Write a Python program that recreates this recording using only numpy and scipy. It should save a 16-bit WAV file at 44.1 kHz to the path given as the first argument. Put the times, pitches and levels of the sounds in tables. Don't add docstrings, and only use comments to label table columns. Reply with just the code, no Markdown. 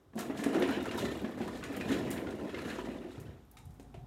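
import sys
import numpy as np
from scipy import signal
from scipy.fft import rfft, irfft, next_fast_len
from scipy.io import wavfile
from scipy.ndimage import uniform_filter1d, map_coordinates

SR = 44100
rng = np.random.default_rng(int(sys.argv[2]) if len(sys.argv) > 2 else 0)


def log_audio(samples):
    frames = np.atleast_2d(samples).T
    limited = np.clip(frames, -1, 1)
    pcm = np.round(limited * 32767).astype(np.int16)
    wavfile.write(sys.argv[1], SR, pcm)


def voltage_ratio(level):
    return 10 ** (np.asarray(level, float) / 20)


N = 179090
TIME_S = np.arange(N) / SR


def unit(x):
    return x / np.sqrt(np.mean(x ** 2) + 1e-20)


def along(points, hz):
    f, v = np.transpose(points)
    return np.interp(np.log(hz + 1), np.log(f + 1), v)


def curves(rows, before=None, after=None):
    s, *columns = np.transpose(rows)
    return [np.interp(TIME_S, s, c, before, after) for c in columns]


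def wobble(rate_hz):
    knots = rng.standard_normal(int(N * rate_hz / SR) + 4)
    return map_coordinates(knots, [np.arange(N) * rate_hz / SR])


def filtered(x, response):
    m = next_fast_len(N + SR // 2)
    return irfft(rfft(x, m) * response(np.fft.rfftfreq(m, 1 / SR)), m)[..., :N]


def modes(table):
    def response(f):
        total = 0
        for k, (hz, width_hz, db) in enumerate(table):
            resonance = 1j * f * width_hz / (hz * hz - f * f + 1j * f * width_hz)
            total = total + (-1) ** k * voltage_ratio(db) * resonance
        return total
    return response


def band(x, lo_hz, hi_hz):
    return signal.sosfilt(signal.butter(2, [lo_hz, hi_hz], "band", fs=SR, output="sos"), x)


def hiss(spectrum, patchy_db):
    z = signal.stft(rng.standard_normal(N + 512), nperseg=512)[2]
    field = uniform_filter1d(rng.standard_normal(z.shape), 12, 0)
    field = unit(uniform_filter1d(field, 5, 1))
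    x = signal.istft(z * voltage_ratio(patchy_db * field), nperseg=512)[1][:N]
    return unit(filtered(x, lambda hz: voltage_ratio(along(spectrum, hz))))


def wavering(hz, drift_hz, sway_db, rate_hz):
    strength = np.sqrt(2) * voltage_ratio(sway_db * wobble(rate_hz))
    return strength * np.sin(2 * np.pi * np.cumsum(hz + drift_hz * wobble(rate_hz)) / SR)


def swells(rows):
    power = np.zeros(N)
    for s, db, rise_s, fall_s in rows:
        before = (s - TIME_S) / max(rise_s, .001)
        after = (TIME_S - s) / max(fall_s, .001)
        power += voltage_ratio(2 * db - 20 * np.where(TIME_S < s, before, after))
    return np.sqrt(power)


# (frequency [Hz], density [dB per Hz])
RUMBLE_SPECTRUM = [(38, -46), (65, 3), (140, 1), (190, -7.5), (250, -11), (420, -120)]
# (frequency [Hz], density [dB per Hz])
AIR_SPECTRUM = [(88, -47), (150, -1.5), (333, 0.5), (896, -14), (1070, -12), (2560, -26.5), (3780, -25.5),
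                (4160, -31), (5460, -30.5), (10200, -36), (14400, -34), (15600, -47)]
# (time [s], peak [dB], rise for 10 dB [s], fall for 10 dB [s])
HUM_SWELLS = [(1.59, -49, 0.11, .1), (1.82, -55, .06, 0.7), (2.57, -50, .04, -1.2),
              (2.82, -46.5, 0.095, .2), (3.95, -49.5, 0.58, 1.5)]
# (frequency [Hz], width [Hz], level [dB])
MACHINE_MODES = [(719, 47, -7), (915, 340, -15.5), (240, 58, -6)]
# (time [s], level [dB])
DRONE_LEVEL = [
    (3.3, -90),
    (3.55, -68),
    (4.06, -64.5),
]
# (time [s], pitch [Hz], level [dB])
WHINE_TRACK = [
    (3.45, 880, -100),
    (3.54, 865, -69),
    (3.62, 840, -67),
    (3.72, 825, -68),
    (3.82, 870, -82),
    (4.06, 840, -99),
]


def background():
    lift_db = -4.5 + 1.5 * TIME_S
    rumble = voltage_ratio(-57.5 + lift_db + 4.1 * wobble(9.8)) * hiss(RUMBLE_SPECTRUM, patchy_db=2.5)

    air = hiss(AIR_SPECTRUM, patchy_db=0.4)
    low_air = filtered(air, lambda f: 1 / (1 + (f / 1480) ** 2))
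    treble_db = 2.5 + 1.02 * TIME_S
    air = voltage_ratio(-67) * (low_air + voltage_ratio(treble_db) * (air - low_air))

    hum = wavering(55, drift_hz=3.58, sway_db=0.0, rate_hz=13)
    hum = np.hypot(voltage_ratio(-69), swells(HUM_SWELLS)) * voltage_ratio(-5.0) * hum

    drone_db, = curves(DRONE_LEVEL)
    drone = unit(filtered(rng.standard_normal(N), lambda f: modes(MACHINE_MODES)(f) ** 2))
    whine_hz, whine_db = curves(WHINE_TRACK)
    whine = wavering(whine_hz, drift_hz=34.6, sway_db=3, rate_hz=80)
    return rumble + air + hum + voltage_ratio(drone_db) * drone + voltage_ratio(whine_db - 3.0) * whine


# (frequency [Hz], t60 [s])
WALL_DECAY = [(200, 1), (2000, 0.3), (10000, 0.4)]


def walls(x):
    hz, t, z = signal.stft(rng.standard_normal(SR // 2), SR, nperseg=256)
    decay = voltage_ratio(-60 * t / along(WALL_DECAY, hz)[:, None])
    tail = signal.istft(z * decay, SR, nperseg=256)[1]
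    delayed = np.pad(x, (500, 0))
    return signal.fftconvolve(delayed, tail / np.linalg.norm(tail))[:N]


def stud_hits(per_s, spread_db, rough):
    when = rng.random(N)
    size = np.clip(rng.standard_normal(N), -2, 2)
    hits = (when < per_s / SR) * voltage_ratio(spread_db * size) * rng.choice([-1, 1], N)
    return unit(hits) + rough * rng.standard_normal(N)


def rattle_grains(centre_hz, octaves, cycles, spread_db, tilt_db, count):
    place = rng.random(count)
    pitch, size, life = np.clip(rng.standard_normal((3, count)), -2, 2)
    hz = centre_hz * 2 ** (octaves * pitch)
    k = np.arange(SR // 110)
    turns = hz[:, None] * k / SR
    fade = np.exp(-turns / (cycles * np.exp(0.54 * life))[:, None]) * (1 - np.exp(-turns))
    rings = voltage_ratio(spread_db * size + tilt_db * pitch)[:, None] * fade * np.sin(2 * np.pi * turns)
    samples = (place * N).astype(int)[:, None] + k
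    return unit(np.bincount(samples.ravel(), rings.ravel())[:N])


# (time [s], rolling force [dB], axle play [dB])
ROLL = [(0.132, -57, -15), (.2, -44.5, -14), (.31, -41.5, -8), (.37, -45.5, -7), (.59, -33, -8),
        (.72, -34.5, -3.5), (.83, -38.5, -7), (1.08, -40.5, -3.5), (1.2, -43.5, -6.5), (1.37, -42.5, -11.5),
        (1.58, -45.5, -5), (1.95, -38.5, -5.5), (2.23, -39.5, -10.5), (2.39, -44.5, -11.5),
        (2.7, -41.5, -4), (2.98, -46, -10), (3.24, -52.5, -6.5), (3.45, -67, -8.5)]
# (frequency [Hz], width [Hz], level [dB])
BASE_MODES = [(204, 51, -3), (280, 63.7, -1), (346.6, 73.6, -1.5), (457, 102, -6.5), (535, 54.4, -10)]
# (frequency [Hz], width [Hz], level [dB])
WHEEL_MODES = [(633, 107, 3.5), (800, 269, 2.5), (789, 232, 1.5), (1043, 54, -9)]
# (frequency [Hz], width [Hz], level [dB])
HOLLOW_MODES = [(920, 880, -2.5), (1370, 156, 3.5), (1770, 220, 3), (2270, 730, -1.5), (2780, 430, 1),
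                (4140, 250, -4), (4630, 790, -13)]
# (frequency [Hz], density [dB per Hz])
TREAD_SPECTRUM = [(2060, -7.5), (3500, 3), (4040, 2.5), (4730, -3), (5590, -3), (5880, -4), (6920, -1.5),
                  (8350, -6.5), (12100, -9.5), (15600, -21)]
# (time [s], peak [dB], rise for 10 dB [s], fall for 10 dB [s])
SKIDS = [(.19, -51, 0.016, 0.09), (.375, -49.5, 0.009, 0.12), (.44, -59, .015, 0.08),
         (.72, -57, 0.17, -0.12), (.83, -57, 0.025, 0.1), (.99, -47.5, 0.029, 0.17),
         (1.45, -58.5, 0.088, 0.8), (1.77, -53, 0.0082, -0.23), (1.93, -46, 0.044, 0.07),
         (2.11, -53.5, 0.0032, 0.05), (2.7, -54.5, 0.17, 0.2), (3.12, -63, 0.027, 0.07)]


def rolling():
    force_db, = curves([row[:2] for row in ROLL], -120, -120)
    play_db = curves(ROLL)[1]
    loose = voltage_ratio(force_db + play_db)
    jolt, flicker = wobble(26.06), wobble(90)
    sway_db = 1.1 * jolt

    studs = stud_hits(per_s=220, spread_db=3, rough=.8)
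    drum = unit(filtered(studs, lambda f: modes(BASE_MODES)(f) * f / (f - 120j)))
    drum = voltage_ratio(force_db + sway_db) * drum
    rumble = voltage_ratio(force_db - 13 + 4.3 * wobble(7.65)) * hiss(RUMBLE_SPECTRUM, patchy_db=0.5)

    knock_db = force_db.max() + 0.89 * (force_db - force_db.max()) - 11.5
    wheel_hits = studs + stud_hits(per_s=240, spread_db=4.0, rough=0.61)
    knock = unit(filtered(wheel_hits, modes(WHEEL_MODES)))
    knock = voltage_ratio(knock_db + 1.0 + 2 * sway_db) * knock

    shaken = swells([(s, db - 14, .003, 0.29 / 6) for s, db, _ in AXLE_KNOCKS])
    rattle = rattle_grains(centre_hz=2295, octaves=0.642, cycles=5.4, spread_db=2.5, tilt_db=-0.5, count=5000)
    rattle = rattle + voltage_ratio(-4.5) * walls(rattle)
    rattle = unit(filtered(rattle, lambda f: 0.65 + abs(modes(HOLLOW_MODES)(f))))
    rattle = np.hypot(loose, shaken) * voltage_ratio(-3.5 + jolt / 2 + 1.5 * flicker) * rattle

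    skids = swells(SKIDS) * (force_db > force_db.min())
    scuff = np.hypot(voltage_ratio(-17.5) * loose, skids) * voltage_ratio(-1.5 + jolt / 2 + 1.7 * flicker)
    scuff = scuff * hiss(TREAD_SPECTRUM, patchy_db=1.3)
    return drum + rumble + knock + rattle + scuff


def struck_rings(rows, rough, rise_s, wide=.47):
    out, t = np.zeros(N + SR), np.arange(SR // 8) / SR
    for s, db, hz, t60 in rows:
        neighbours = unit(band(rng.standard_normal(len(t)), (1 - wide) * hz, (1 + wide) * hz))
        ring = np.sin(2 * np.pi * hz * t) + rough * neighbours
        envelope = voltage_ratio(db - 5.5 - 60 * t / t60) * (1 - np.exp(-t / rise_s))
        out[round(s * SR):][:len(t)] += envelope * ring
    return out[:N]


# (time [s], peak [dB], pitch [Hz])
AXLE_KNOCKS = [(0.134, -52, 1150), (0.18, -31.5, 695), (.195, -36.5, 1370), (0.228, -39, 1060),
               (.298, -33.5, 810), (.392, -35.5, 1750), (.436, -29, 1690), (1.377, -51, 786),
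               (.546, -31.5, 1830), (0.623, -37, 1740), (.855, -34, 1370), (2.177, -36.5, 2220),
               (.977, -34, 950), (1.02, -36, 1825), (1.247, -38, 1690), (1.403, -36.5, 773),
               (1.478, -33, 1010), (1.572, -45, 1750), (1.628, -37.5, 1470), (1.81, -33.5, 2460),
               (1.905, -32, 1468), (2.011, -49, 1050), (2.104, -39.5, 1960), (2.394, -45, 920),
               (2.268, -36.5, 1420), (2.493, -42.5, 1324), (2.544, -34, 2125), (2.586, -36.5, 1370),
               (2.787, -35, 994), (2.885, -41.5, 917)]


def axle_knocks():
    return struck_rings([(*row, 0.064) for row in AXLE_KNOCKS], rough=.8, rise_s=.0008)


# (time [s], peak [dB], pitch [Hz])
THUDS = [(.154, -28.5, 240), (.162, -25.5, 218), (0.5487, -22, 399), (.298, -20.5, 283),
         (0.393, -23.5, 236), (0.423, -24.5, 291), (.462, -11.5, 280), (.571, -21.5, 290),
         (.603, -19.5, 286), (.624, -13.5, 359), (.69, -17.5, 265), (.709, -26, 244), (1.026, -20.5, 391),
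         (1.038, -21, 240), (1.116, -25.5, 313), (1.242, -22, 241), (1.406, -19.5, 243), (1.7, -27.5, 278),
         (1.799, -27.5, 248), (3.204, -44, 384), (1.902, -18, 281), (1.917, -16, 273), (2.062, -32, 278),
         (2.102, -26.5, 280), (2.22, -23, 320), (2.538, -28.5, 358), (2.785, -27.5, 363), (2.888, -24, 251),
         (2.951, -30, 258), (3.046, -35.5, 359)]
# (time [s], peak [dB], pitch [Hz])
STOPS = [
    (3.797, -33.5, 266),
    (3.944, -37, 377),
]


def thuds():
    out, t = np.zeros(N + SR), np.arange(SR // 5) / SR
    rows = [(s, db, hz, 0.057 * voltage_ratio(-0.21 * (db + 25.5))) for s, db, hz in THUDS]
    rows += [(*row, 0.033) for row in STOPS]
    for s, db, hz, t60 in rows:
        ring = np.sin(2 * np.pi * hz * t) + 0.38 * np.sin(2 * np.pi * 1.427 * hz * t)
        envelope = voltage_ratio(db - 0.5 - 60 * t / t60) * (1 - np.exp(-t / 0.0024))
        edge = unit(band(rng.standard_normal(len(t)), 470, 724)) * voltage_ratio(-18.5 - 60 * t / 0.072)
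        out[round(s * SR):][:len(t)] -= envelope * ring + voltage_ratio(db) * edge
    return out[:N]


# (time [s], peak [dB], brightness [dB])
TICKS = [(0.155, -49.5, 4.5), (0.1895, -30.5, 1), (0.206, -37, -2), (.3751, -47, -12), (0.4414, -34, -1),
         (0.5436, -42, -9), (0.623, -39.5, -21), (0.689, -43, -13), (0.7244, -44, -19), (.855, -39, -4),
         (0.911, -41, -17), (0.946, -47, 5), (.976, -37, 4), (1.216, -61, -3), (1.244, -58, -23.5),
         (1.388, -52, 1), (1.415, -48, -19), (1.4777, -43.5, -2), (1.573, -47, -3), (1.6379, -36.5, -9),
         (1.7264, -50, 8), (1.7648, -40, 9), (1.809, -48, -17), (1.9259, -45, -23.5), (2.5461, -58, -13),
         (2.306, -44.5, -7), (2.494, -54, -19.5), (2.7006, -47, -21), (2.8994, -59, -23)]
# (time [s], peak [dB], brightness [dB])
SETTLING = [
    (3.105, -59, -15),
    (3.1997, -47.5, 5.5),
    (3.299, -71, -18),
    (3.5127, -58, 2),
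    (3.5698, -47, -5),
    (3.654, -58, 3),
    (3.706, -58, 3),
    (3.7414, -67, 13),
    (3.797, -50, -2.5),
    (3.9417, -57, -14),
]
# (time [s], peak [dB], brightness [dB], t60 [s])
SNAP = [
    (2.1038, -39, 7.5, 0.29),
]
# (frequency [Hz], width [Hz], level [dB])
STEM_MODES = [(3970, 180, -1.5), (6900, 150, -7.5), (9280, 440, 0.5), (11900, 570, 2.5)]


def ticks():
    out, t = np.zeros(N + SR), np.arange(SR // 4) / SR
    rows = [(*row, 0.098) for row in TICKS] + [(*row, 0.14) for row in SETTLING] + SNAP
    for s, db, tilt_db, smear_s in rows:
        t60 = smear_s * voltage_ratio(-0.18 * tilt_db)
        noise = rng.standard_normal((3, len(t)))
        dull = voltage_ratio(-1.5 - tilt_db) * unit(band(noise[0], 1270, 2980))
        middle = unit(band(noise[1], 4400, 8450))
        bright = voltage_ratio(-5.5 + tilt_db) * unit(band(noise[2], 6500, 15000))
        decay = voltage_ratio(-60 * t / t60) + 0.75 * voltage_ratio(-60 * t / 0.012)
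        decay = decay * (1 - np.exp(-t / 0.00049))
        out[round(s * SR):][:len(t)] += voltage_ratio(db - 14.0) * decay * (dull + middle + bright)
    return filtered(out[:N], lambda f: 0.77 + sum(modes([row])(f) for row in STEM_MODES))


# (time [s], peak [dB], pitch [Hz])
PIN_CLICKS = [(.1896, -45, 11800), (.206, -44, 11700), (.4396, -37.5, 9330), (.5309, -54, 9400),
              (0.598, -46, 11900), (.675, -49, 9300), (.7099, -49, 12500), (0.8274, -50, 12200),
              (1.1744, -59, 12600), (1.216, -55, 12500), (1.3126, -59, 11500), (2.1055, -42, 14500),
              (2.112, -38, 8500), (2.357, -59, 10500), (2.5987, -63, 11600), (2.6186, -54, 9500),
              (2.6715, -56, 11000), (3.4505, -70, 11900), (3.461, -77, 11400), (3.5131, -53, 12500),
              (3.5695, -58, 4430), (3.5875, -57.5, 9300), (3.654, -59, 10500), (3.828, -62, 9150)]


def pin_clicks():
    return struck_rings([(*row, 0.024) for row in PIN_CLICKS], rough=1.6, rise_s=.0002, wide=.25)


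# (time [s], peak [dB], pitch [Hz], t60 [s])
HOLLOW_KNOCKS = [
    (.688, -26, 1396, 0.031),
    (1.053, -29.5, 1977, .05),
    (3.568, -49, 1270, .044),
    (3.9415, -39, 814, 0.017),
    (3.9465, -34, 663, 0.022),
]


def hollow_knocks():
    return struck_rings(HOLLOW_KNOCKS, rough=.35, rise_s=.001)


# (time [s], peak [dB], pitch [Hz], t60 [s])
SQUEAKS = [(0.8015, -38, 3680, 0.051), (0.8235, -38, 3650, 0.026), (0.8904, -31, 2820, 0.041),
           (1.051, -30, 4010, 0.038), (1.4874, -42, 4070, 0.019), (2.9831, -43, 3520, 0.027),
           (3.2637, -47, 3050, 0.037), (3.4236, -55, 3470, 0.019), (3.5705, -51, 3740, 0.074)]


def squeaks():
    return struck_rings(SQUEAKS, rough=.4, rise_s=.003)


def scene():
    struck = axle_knocks() + thuds() + ticks() + pin_clicks() + hollow_knocks() + squeaks()
    return (background() + rolling() + struck + voltage_ratio(-6.5) * walls(struck))[None]


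def top_cut(x):
    return signal.sosfilt(signal.butter(12, 16500, fs=SR, output="sos"), x)


def record(dry):
    bass_cut = signal.butter(3, 50, "high", fs=SR, output="sos")
    mix = filtered(signal.sosfilt(bass_cut, dry), lambda hz: np.where(hz < 15850, 1, voltage_ratio(-34)))
    return top_cut(mix)


dry = scene()
out = record(dry)
log_audio(out)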